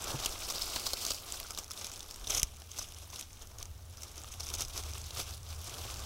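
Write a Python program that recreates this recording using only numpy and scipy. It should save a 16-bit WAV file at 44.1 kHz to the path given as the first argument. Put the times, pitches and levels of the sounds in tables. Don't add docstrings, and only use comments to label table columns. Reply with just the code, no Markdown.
import sys
import numpy as np
from scipy import signal
from scipy.fft import rfft, irfft
from scipy.io import wavfile
from scipy.ndimage import uniform_filter1d, map_coordinates

SR = 44100
rng = np.random.default_rng(int(sys.argv[2]) if len(sys.argv) > 2 else 0)


def digitize_waveform(pressure):
    field = np.atleast_2d(pressure).T
    bounded = np.clip(field, -1, 1)
    quanta = np.round(bounded * 32767).astype(np.int16)
    wavfile.write(sys.argv[1], SR, quanta)


def gain_from_db(level_db):
    decades = np.asarray(level_db, float) / 20
    return 10 ** decades


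N = 266981


def unit(x):
    return x / np.sqrt(np.mean(x ** 2) + 1e-20)


def curves(rows):
    s, *cols = np.transpose(rows)
    return [np.interp(np.arange(N) / SR, s, c) for c in cols]


def causal(points, size=2048):
    f, db = np.transpose(points)
    gain = gain_from_db(np.interp(np.log(np.fft.rfftfreq(size, 1 / SR) + 1), np.log(f + 1), db))
    cepstrum = irfft(np.log(np.maximum(gain, 1e-4)), size)
    cepstrum[1:size // 2] *= 2
    cepstrum[size // 2 + 1:] = 0
    return irfft(np.exp(rfft(cepstrum)), size)


def coloured(x, points, size=2048):
    return unit(signal.fftconvolve(x, causal(points, size=size))[:N])


def wobble(rate):
    knots = rng.standard_normal(int(N * rate / SR) + 4)
    return map_coordinates(knots, [np.arange(N) * rate / SR])


# [t/s, level/dB]
FAR_LEVEL = [(0, -51.5), (.6, -57.5), (1.2, -58), (1.6, -57), (2.1, -59), (2.42, -52), (2.75, -57.5),
             (3.02, -52.5), (3.25, -58), (3.6, -50.5), (4.1, -52), (4.64, -47), (4.95, -48), (5.4, -47.5),
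             (5.65, -46), (6.05, -44.5)]
# [t/s, level/dB]
GUST_LEVEL = [(0, -52), (1, -56.5), (2.05, -56.5), (2.35, -49), (2.62, -76), (2.82, -54), (3.05, -64),
              (3.43, -63), (3.63, -51), (3.85, -64), (4.2, -60), (4.44, -53.5), (5.04, -58), (5.44, -61),
              (6.05, -57)]
# [f/Hz, level/dB per Hz]
RUMBLE_SPECTRUM = [(35, -25.5), (50, -14), (66, -3.5), (77, 1), (90, -4), (115, -13), (150, -23),
                   (220, -46), (300, -69)]
BREEZE_SPECTRUM = [(10, -10), (25, -6), (45, -8), (70, -17), (150, -62)]
HUSH_SPECTRUM = [(100, -31.5), (160, -3.5), (260, -8), (900, -14), (1200, -16.5), (1760, -18.5),
                 (6260, -18), (15500, -20.5)]


def forest():
    (rumble_db,), (breeze_db,) = curves(FAR_LEVEL), curves(GUST_LEVEL)
    noise = rng.standard_normal((3, N))
    drone = coloured(noise[0], RUMBLE_SPECTRUM, size=16384)
    chance_swell = np.abs(uniform_filter1d(drone ** 2, size=3000))
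    drone = unit(drone / chance_swell ** .15)
    rumble = gain_from_db(rumble_db + 1.0 + 1.15 * wobble(4.4)) * drone
    turbulence = coloured(noise[1], BREEZE_SPECTRUM, size=16384)
    breeze = gain_from_db(breeze_db + 1.0 + 2.9 * wobble(9.1)) * turbulence
    return rumble + breeze + gain_from_db(-61) * coloured(noise[2], HUSH_SPECTRUM)


# [f/Hz, level/dB, t60/s]
BRANCH_MODES = [
    (135, -29, .11),
    (255, -35, .05),
    (330, -34, .05),
    (600, -38, .03),
    (880, -36, .03),
]
KNOCK_S = .1435


def knock():
    t = np.maximum(np.arange(N) / SR - KNOCK_S, 0)
    ring = sum(gain_from_db(db - 60 * t / t60) * np.sin(2 * np.pi * hz * t) for hz, db, t60 in BRANCH_MODES)
    return -ring * (1 - np.exp(-t / 0.0012))


# [t/s, peak level/dB rms, f/Hz]
STICK_TAPS = [(0.235, -43, 780), (0.3552, -49, 1120), (0.7638, -38, 990), (1.1065, -40, 1160),
              (1.3415, -48, 1510), (1.4472, -48, 1420), (1.5071, -47, 1290), (1.7086, -50, 1290),
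              (1.9017, -54, 1380), (2.619, -56, 780), (2.8146, -48, 1160), (3.0755, -57, 950),
              (3.1314, -50, 1030), (3.516, -62, 990), (3.6098, -52, 1160), (3.9805, -57, 1340),
              (4.2364, -54, 780), (4.2444, -47, 1210), (4.38, -54, 1120), (4.9542, -46, 1160),
              (5.1638, -45, 1250), (5.3099, -53, 950), (5.8502, -48, 730), (5.9001, -50, 730)]
TAP_T60_S, TAP_RISE_S = .03, .0007


def taps():
    out, t = np.zeros(N + SR), np.arange(1500) / SR
    decay_db = -60 * t / TAP_T60_S
    for (s, db, hz), noise in zip(STICK_TAPS, rng.standard_normal((len(STICK_TAPS), len(t)))):
        rough = 1 + .6 * unit(uniform_filter1d(noise, size=30))
        ring = np.sin(2 * np.pi * hz * t) + .6 * np.sin(2 * np.pi * 2.3 * hz * t) * gain_from_db(decay_db)
        envelope = gain_from_db(db + 6 + decay_db) * (1 - np.exp(-t / TAP_RISE_S))
        out[round(s * SR):][:len(t)] += envelope * rough * ring
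    return out[40:][:N]


# [t/s, crackle level/dB]
RESTING_HAND = [(0, -50), (.19, -52), (.4, -44), (.96, -45), (1.2, -52), (1.52, -51.5), (1.66, -63),
                (1.92, -52), (2.07, -54.5), (2.2, -53), (2.5, -57), (2.7, -60.5), (3.27, -67.5),
                (3.9, -64.5), (4.36, -64.5), (4.7, -54.5), (5.15, -52), (5.43, -67)]
# [t/s at full force, held/s, crackle level/dB, abruptness/dB per s]
RAKING_STROKES = [(.085, 0.016, -41.5, 90), (.245, .005, -40, 112), (.51, 0.18, -44, 150),
                  (.77, .01, -41, 120), (.857, 0.011, -42.5, 120), (1.05, .04, -41, 80),
                  (1.33, 0.022, -46.5, 53), (1.594, .005, -48.5, 200), (1.81, 0.033, -46, 110),
                  (2.3, .07, -36.5, 1500), (2.272, .02, -49, 900), (2.39, 0.022, -43, 400),
                  (2.791, 0.028, -46, 140), (2.87, 0.16, -55, 150), (3.143, .065, -48, 256),
                  (3.31, .03, -60, 150), (3.41, 0.013, -56, 90), (3.606, 0.0054, -54.5, 134),
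                  (4.02, .1, -54.5, 90), (4.182, .015, -52, 250), (4.32, .02, -52, 300),
                  (4.25, .03, -56, 150), (4.48, 0.084, -46.5, 114), (4.612, .003, -38, 380),
                  (4.765, .035, -43.5, 200), (4.95, .02, -47.5, 52), (5.196, .003, -38, 240),
                  (5.28, .05, -49, 130), (5.507, 0.033, -50, 108), (5.67, .4, -46.5, 130)]
LETS_GO = 1.26


def effort():
    t = np.arange(N) / SR
    power = gain_from_db(2 * curves(RESTING_HAND)[0])
    for s, held, db, db_per_s in RAKING_STROKES:
        build = np.maximum(s - t, 0)
        release = np.maximum(t - s - held, 0)
        power = power + gain_from_db(2 * (db - db_per_s * (build + LETS_GO * release)))
    return 10 * np.log10(power)


def crackle(spread_db, life_s, cycles, pitch_spread, count=2600, size=30):
    leaf, crack = rng.random((count, 4)), rng.standard_normal((count, size, 2))
    late = -np.log(1 - rng.random((count, size)))
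    start = leaf[:, :1] * N + late * life_s * SR * (.3 + 2 * leaf[:, 1:2])
    hz = np.clip(1200 * 12 ** leaf[:, 2:3] * np.exp(pitch_spread * crack[..., 0]), 300, SR * .45)
    strength = gain_from_db(spread_db * leaf[:, 3:] ** 3) * crack[..., 1] * np.sqrt(hz)
    t = np.arange(56) / SR
    ring = np.cos(2 * np.pi * hz[..., None] * t) * np.exp(-hz[..., None] * t / cycles)
    where = start.astype(int)[..., None] + np.arange(len(t))
    return unit(np.bincount(where.ravel(), (strength[..., None] * ring).ravel(), N)[:N])


# [f/Hz, level/dB per Hz]
THIN_EDGES = [(1500, -30), (3000, -10), (6000, -3), (11000, 0), (15500, -2)]


def pricks():
    lone = crackle(spread_db=8, life_s=.0006, cycles=2.5, pitch_spread=.25, count=420, size=4)
    level_db = -63 + .5 * (effort() + 50)
    return gain_from_db(level_db) * coloured(lone, THIN_EDGES)


# [f/Hz, level/dB per Hz]
OPEN_LITTER = [(1060, -43.5), (1800, -12), (1970, -12.5), (2400, -8), (3100, -6), (3390, -6), (4820, 0.5),
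               (6040, -4), (8210, -4.5), (9240, -10), (11600, -8.5), (15600, -9.5)]
DUG_HOLLOW = [(1060, -47.5), (1800, -18), (2260, -13), (3210, -7.5), (3640, -5.5), (4650, -16), (5180, -6),
              (6150, -3), (7440, -13), (8290, -12), (9580, -12.5), (11000, -11), (15600, -22.5)]
LEAF_BED = [(110, -26), (165, -4), (219, -5.5), (416, 0), (455, -1.5), (709, 0), (953, -4), (1210, -1.5),
            (1900, -11), (2470, -51), (4180, -120)]
# [t/s, share heard from the hollow/0-1]
DIG_DEPTH = [(0, 0.47), (.45, .4), (.8, 0.04), (1.2, 0.18), (1.75, 0.68), (2.1, 0.48), (2.4, 1),
             (2.6, 0.68), (3.2, 0.74), (4.5, 0.7), (5.4, 0.45)]
# [t/s, extra body level/dB]
PALM_WEIGHT = [(0, 4), (.25, 2.5), (.5, 1), (.9, -1), (1.1, -2), (1.6, 1.5), (1.85, -1), (2.1, 2),
               (2.7, -2), (3.25, -2), (3.5, 1), (4.4, .5), (5.3, -1), (5.9, 2.5)]
BED_DB, BED_LAGS = -6.5, 0.17
GAP_DB, GAP_TOP_DB = 2.2, 1


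def rustle():
    level_db = effort()
    body_db = BED_DB - BED_LAGS * (level_db + 50.5) + curves(PALM_WEIGHT)[0]
    deep = np.clip(curves(DIG_DEPTH)[0], 0, 1)
    slide = gain_from_db(2.25 * wobble(40)) * rng.standard_normal((2, N))
    brittle = crackle(spread_db=8, life_s=.0025, cycles=1.12, pitch_spread=.55, count=1500)
    curled = crackle(spread_db=8, life_s=.005, cycles=2.6, pitch_spread=0.11, count=1200)
    cracks = 0.64 * brittle + 0.5 * curled + 0.85 * unit(slide[0])
    cracks = cracks / np.abs(uniform_filter1d(cracks ** 2, size=2200)) ** 0.2
    bright = (1 - deep) * coloured(cracks, OPEN_LITTER) + deep * coloured(cracks, DUG_HOLLOW)
    body = coloured(unit(cracks) + 1.1 * unit(slide[1]), LEAF_BED)
    gaps = gain_from_db(np.minimum(GAP_DB * wobble(85), GAP_TOP_DB))
    return gain_from_db(level_db + 0.3) * (gaps * bright + gain_from_db(body_db - 0.43) * body)


# [t/s, peak level/dB rms, f/Hz]
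LEAF_TICKS = [(.4344, -33, 4890), (.5234, -31, 6000), (1.1459, -32, 4930), (1.4008, -29, 10700),
              (1.4302, -37, 4630), (1.644, -37, 5400), (1.7092, -33, 6270), (1.7156, -30, 5270),
              (1.8131, -34, 6400), (1.8968, -40, 5900), (1.994, -37, 6460), (2.006, -33, 3720),
              (2.0293, -37, 6460), (2.1105, -34, 6030), (2.1604, -37.5, 8330), (2.3725, -23, 7600),
              (2.62, -40, 2970), (2.7166, -37, 7000), (2.9221, -39, 10100), (3.1595, -34, 3730),
              (3.2111, -31.5, 8400), (3.6278, -30.5, 6240), (4.2452, -43, 3000), (4.3273, -42, 6630),
              (4.442, -36, 5470), (4.65, -33, 5430), (4.9154, -40, 6600), (5.6963, -36, 6520),
              (5.9423, -36, 5060), (4.5018, -33, 3770),
              (1.468, -40, 6000), (1.519, -38, 5020), (1.6365, -42, 6000), (1.68, -43, 5800),
                (1.703, -40, 5800), (1.9768, -41, 9800), (2.144, -39, 5950), (2.5687, -45, 7300),
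                (2.8248, -38, 6330), (2.9466, -41, 6100), (2.986, -41, 8350), (3.102, -41, 6300),
                (3.331, -42, 6300), (3.422, -41, 6930), (3.4728, -43, 6550), (3.601, -41, 5940),
                (3.6557, -38, 6420), (3.972, -41, 5800), (4.1583, -47, 5250), (4.2172, -42, 9000),
                (4.2365, -38, 7500), (4.3208, -40, 6700), (4.3399, -38, 12000), (4.437, -38, 6800),
                (4.683, -38, 6900), (4.9812, -36, 7300), (5.4311, -42.5, 5510), (5.49, -41, 6700),
                (5.753, -43, 6200), (5.9938, -36, 5900)]
# [t/s, peak level/dB rms, f/Hz]
LEAF_CRINKLES = [(0.015, -42, 6590), (0.1916, -42, 5900), (0.3238, -40, 5120), (0.3911, -41, 6760),
                 (0.4345, -35, 4820), (0.45, -39, 7020), (0.5657, -37, 4870), (0.5822, -35, 3400),
                 (1.6308, -48, 5250), (1.8453, -35, 5990), (1.8563, -41, 4090), (1.8972, -41, 5900),
                 (1.9306, -44, 6500), (1.966, -45, 3660), (2.0414, -48, 3450), (2.1017, -48, 5120),
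                 (2.3058, -25, 6160), (2.4734, -51, 6200), (2.5861, -51, 5300), (2.6001, -51, 6120),
                 (2.6724, -52, 5730), (2.7073, -49, 6330), (2.8869, -46, 6500), (2.9383, -47, 5510),
                 (3.0331, -50, 5040), (3.0725, -51, 8700), (3.1114, -48, 6460), (3.1843, -43, 6120),
                 (3.2307, -45, 3750), (3.3629, -51, 5640), (3.517, -53, 5730), (3.6168, -48, 5940),
                 (3.7784, -55, 5940), (3.8233, -54, 6070), (3.9271, -53, 6330), (4.0079, -48, 8310),
                 (4.0154, -47, 6200), (4.0443, -49, 6290), (4.1585, -45, 5250), (4.2788, -49, 3270),
                 (4.2853, -49, 3400), (4.406, -35, 5510), (4.4175, -46, 5470), (4.4329, -40, 5250),
                 (4.4828, -38, 6200), (4.5866, -39, 5600), (4.6973, -45, 6980), (4.7677, -38, 5810),
                 (4.9073, -41, 5640), (5.0166, -42, 6420), (5.2141, -37, 5430), (5.2406, -43, 5560),
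                 (5.3084, -40, 6030), (5.3384, -42, 4090), (5.3454, -45, 5250), (5.3778, -49, 3880),
                 (5.5479, -46, 6200), (5.6721, -43, 5600)]
# [t/s, peak level/dB rms, f/Hz]
LEAF_SCUFFS = [(0.0788, -43, 5560), (0.1332, -45, 5000), (0.2285, -42, 3790), (0.3542, -45, 3750),
               (0.4889, -39, 5430), (0.5582, -39, 4950), (0.5662, -41, 4910), (0.6994, -38, 5250),
               (0.7224, -40, 4820), (0.7368, -40, 5600), (0.7618, -35, 3230), (0.8386, -41, 5000),
               (0.865, -33, 5120), (0.89, -41, 6680), (0.9888, -41, 5120), (1.0072, -41, 5340),
               (1.0167, -39, 3140), (1.0322, -39, 6120), (1.1065, -33, 3620), (1.1459, -40, 4910),
               (1.2881, -46, 4440), (1.3419, -43, 5600), (1.3574, -44, 6030), (1.4771, -49, 4650),
               (1.7884, -45, 8480), (1.8209, -44, 3830), (2.1207, -50, 5600), (2.1416, -46, 5900),
               (2.2454, -45, 3570), (2.3402, -33, 6550), (2.3786, -30, 6160), (2.7153, -46, 5430),
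               (2.7931, -37, 5940), (2.8221, -44, 6200), (2.8884, -48, 6500), (3.1254, -49, 6420),
               (3.1453, -46, 6070), (3.1952, -42, 6550), (3.9814, -53, 5730), (4.0338, -40, 5990),
               (4.1925, -48, 5560), (4.2863, -51, 5990), (4.3247, -46, 6590), (4.4309, -46, 5430),
               (4.4888, -40, 5640), (4.5856, -43, 5600), (4.598, -40, 6120), (4.9537, -46, 3060),
               (5.0166, -47, 6420), (5.1727, -40, 5300), (5.2002, -40, 3450), (5.2915, -44, 5040),
               (5.505, -46, 5340), (5.5614, -50, 6120), (5.6561, -48, 5810), (5.6731, -46, 5600),
               (5.7819, -44, 5040), (5.9011, -45, 2760), (5.9415, -44, 5000), (5.9704, -45, 7240)]


def light_breaks():
    ticks = [(s, db - 1.5, hz, -21, .2, .01) for s, db, hz in LEAF_TICKS]
    folds = [(s, db - .5, hz, -24, .9, .013) for s, db, hz in LEAF_CRINKLES]
    drags = [(s, db + 1.5, hz, -18, 2.5, .035) for s, db, hz in LEAF_SCUFFS]
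    return ticks + folds + drags


# [t/s, peak level/dB rms, f/Hz, thump level/dB re peak]
TWIG_BREAKS = [(.249, -29, 3680, -16), (.2599, -22.5, 6760, -14), (.7609, -28, 3360, -4.5),
               (.9339, -23.5, 4550, -8.5), (1.0512, -25, 4100, -25), (1.3229, -27.5, 7340, -18),
               (1.507, -31, 6590, -12), (1.5487, -36, 4520, -18), (1.5757, -31, 3900, -8),
               (1.735, -40, 7200, -15), (1.7762, -36.5, 3640, -19), (1.8451, -35, 3700, -19),
               (1.8684, -33, 6200, -18), (2.2718, -31, 3720, -13), (2.2985, -32, 9000, -8),
               (2.3974, -24.5, 5580, -20), (2.418, -35, 3300, -20), (2.7791, -37, 6140, -17),
               (2.7924, -30.5, 5900, -13), (2.8293, -38, 5760, -14), (3.1384, -43, 6200, -8),
               (4.0207, -39.5, 6160, -12), (4.0338, -33, 5940, -19), (4.3985, -38, 5600, -9),
               (4.402, -37, 5600, -7), (2.3515, -27, 3600, -20), (4.406, -34.5, 5500, -11),
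               (4.7774, -29, 5200, -19), (4.837, -37.5, 6000, -20), (4.9356, -36, 5170, -15),
               (5.1069, -37, 3490, -9), (5.5277, -42, 3040, -17)]
# [t/s, peak level/dB rms, f/Hz, thump level/dB re peak]
LEAF_TEARS = [(.022, -36, 7660, -12), (.0429, -31, 7140, -13), (.1168, -35, 4500, -17),
              (.2931, -39, 7390, -8), (.4897, -34, 5400, -15), (.5022, -28, 5350, -13),
              (.5821, -36, 3400, -15), (.8672, -26.5, 4700, -6), (1.066, -26.5, 6230, -14),
              (1.1069, -26.5, 7060, -8), (1.1176, -28.5, 3830, -10.5), (1.5872, -30.5, 7000, -9),
              (1.9178, -37.5, 6700, -19), (1.9604, -38, 5990, -25), (2.377, -28, 6200, -20),
              (3.226, -40, 3750, -14), (2.2766, -30, 5800, -22), (2.3497, -23, 6240, -22),
              (2.3813, -25.5, 6330, -14), (2.7876, -33, 6220, -11), (3.5863, -38.5, 6540, -24),
              (4.1798, -38, 5800, -10), (4.4685, -35, 5960, -17), (4.4895, -34.5, 5580, -22),
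              (4.5397, -30, 5260, -11), (4.6085, -26.5, 6070, -20), (4.6214, -27.5, 5670, -15),
              (5.1719, -40, 5430, 0), (.2615, -27, 3300, -14), (2.3205, -29, 3500, -18),
              (4.5405, -34, 3200, -14)]
# [t/s, peak level/dB rms, f/Hz, thump level/dB re peak]
LAYER_RIPS = [
    (.5108, -33, 5600, -16),
    (.5594, -36, 4910, -15),
    (.6225, -26, 5360, -19),
    (1.939, -40.5, 7880, -15),
    (2.2444, -41, 3680, -8),
    (2.3061, -26, 6180, -17),
    (3.1955, -38, 6470, -18),
    (4.5526, -32.5, 6540, -13),
    (4.5995, -42, 6010, -5),
    (5.2156, -42, 5430, -7),
]
# [t/s, peak level/dB rms, f/Hz, thump level/dB re peak, rise/ms, t60/s]
THICK_STALK = (2.4314, -15.5, 5960, -23, .3, .003)
RING_S, HEAVY_RINGS = 0.016, 0.7


def heavy_breaks():
    events = [THICK_STALK]
    for rows, rise_ms in ((TWIG_BREAKS, .4), (LEAF_TEARS, 1.6), (LAYER_RIPS, 4.5)):
        for s, db, hz, thump_db in rows:
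            t60 = RING_S * gain_from_db(HEAVY_RINGS * (thump_db + 14.5))
            events.append((s, db, hz, thump_db, rise_ms, t60))
    return events


def leaf_resonance(f, hz):
    direct = 0.58 / (1 + 1j * f / 14000)
    main = 1j * f * 1300 / (hz * hz - f * f + 1j * f * 1300)
    lower = 1j * f * 900 / ((.58 * hz) ** 2 - f * f + 1j * f * 900)
    return direct + main - .5 * lower


def snaps():
    size, lead = 4096, 512
    out, t = np.zeros(N + SR), (np.arange(size // 2) - lead) / SR
    paths = rfft([causal(OPEN_LITTER), causal(DUG_HOLLOW)], size)
    bed = rfft(causal(LEAF_BED), size)
    f, after = np.fft.rfftfreq(size, 1 / SR), np.maximum(t, 0)
    events = heavy_breaks() + light_breaks()
    for (s, db, hz, body_db, rise_ms, t60), noise in zip(events, rng.standard_normal((len(events), len(t)))):
        early = -np.minimum(t, 0) * 1000 / max(rise_ms, .1)
        begun = early < 1.1
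        tear = gain_from_db(-7 * early) * begun
        rattle = gain_from_db(-60 * after / max(t60, .003)) + 0.23 * gain_from_db(-60 * after / 0.042)
        burst = rfft(noise * tear * rattle, size)
        sudden = 1.7 / (1 + rise_ms / .5)
        click = rfft(np.sign(noise) * sudden * gain_from_db(-60 * abs(t) / 0.0034) * begun, size)
        leaf = leaf_resonance(f, hz)
        click_edge = 0.08 * noise[0] * f / 9000
        share = np.clip(np.interp(s, *np.transpose(DIG_DEPTH)), 0, 1)
        path = [1 - share, share] @ paths
        bright = irfft((burst * leaf + click * (leaf + click_edge)) * path)
        body = irfft((burst + click) * bed)
        top = np.sqrt(uniform_filter1d(bright ** 2, size=66).max())
        sound = bright / top + gain_from_db(body_db + 3.5) * body / abs(body).max()
        out[round(s * SR):][:size] += gain_from_db(db - 2.0) * sound
    return out[lead + 6:][:N]


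def scene():
    return (forest() + knock() + taps() + pricks() + rustle() + snaps())[None]


def band_limit(x):
    return signal.sosfilt(signal.butter(12, 16850, fs=SR, output="sos"), x)


def record(dry):
    slow = signal.butter(1, [22, 70], "band", fs=SR, output="sos")
    push = gain_from_db(20.5) * signal.sosfilt(slow, uniform_filter1d(dry ** 2, size=150))
    top_hz = 15800
    spectrum = rfft(dry + push) * (np.fft.rfftfreq(N, 1 / SR) < top_hz)
    return band_limit(irfft(spectrum, N))


dry = scene()
out = record(dry)
digitize_waveform(out)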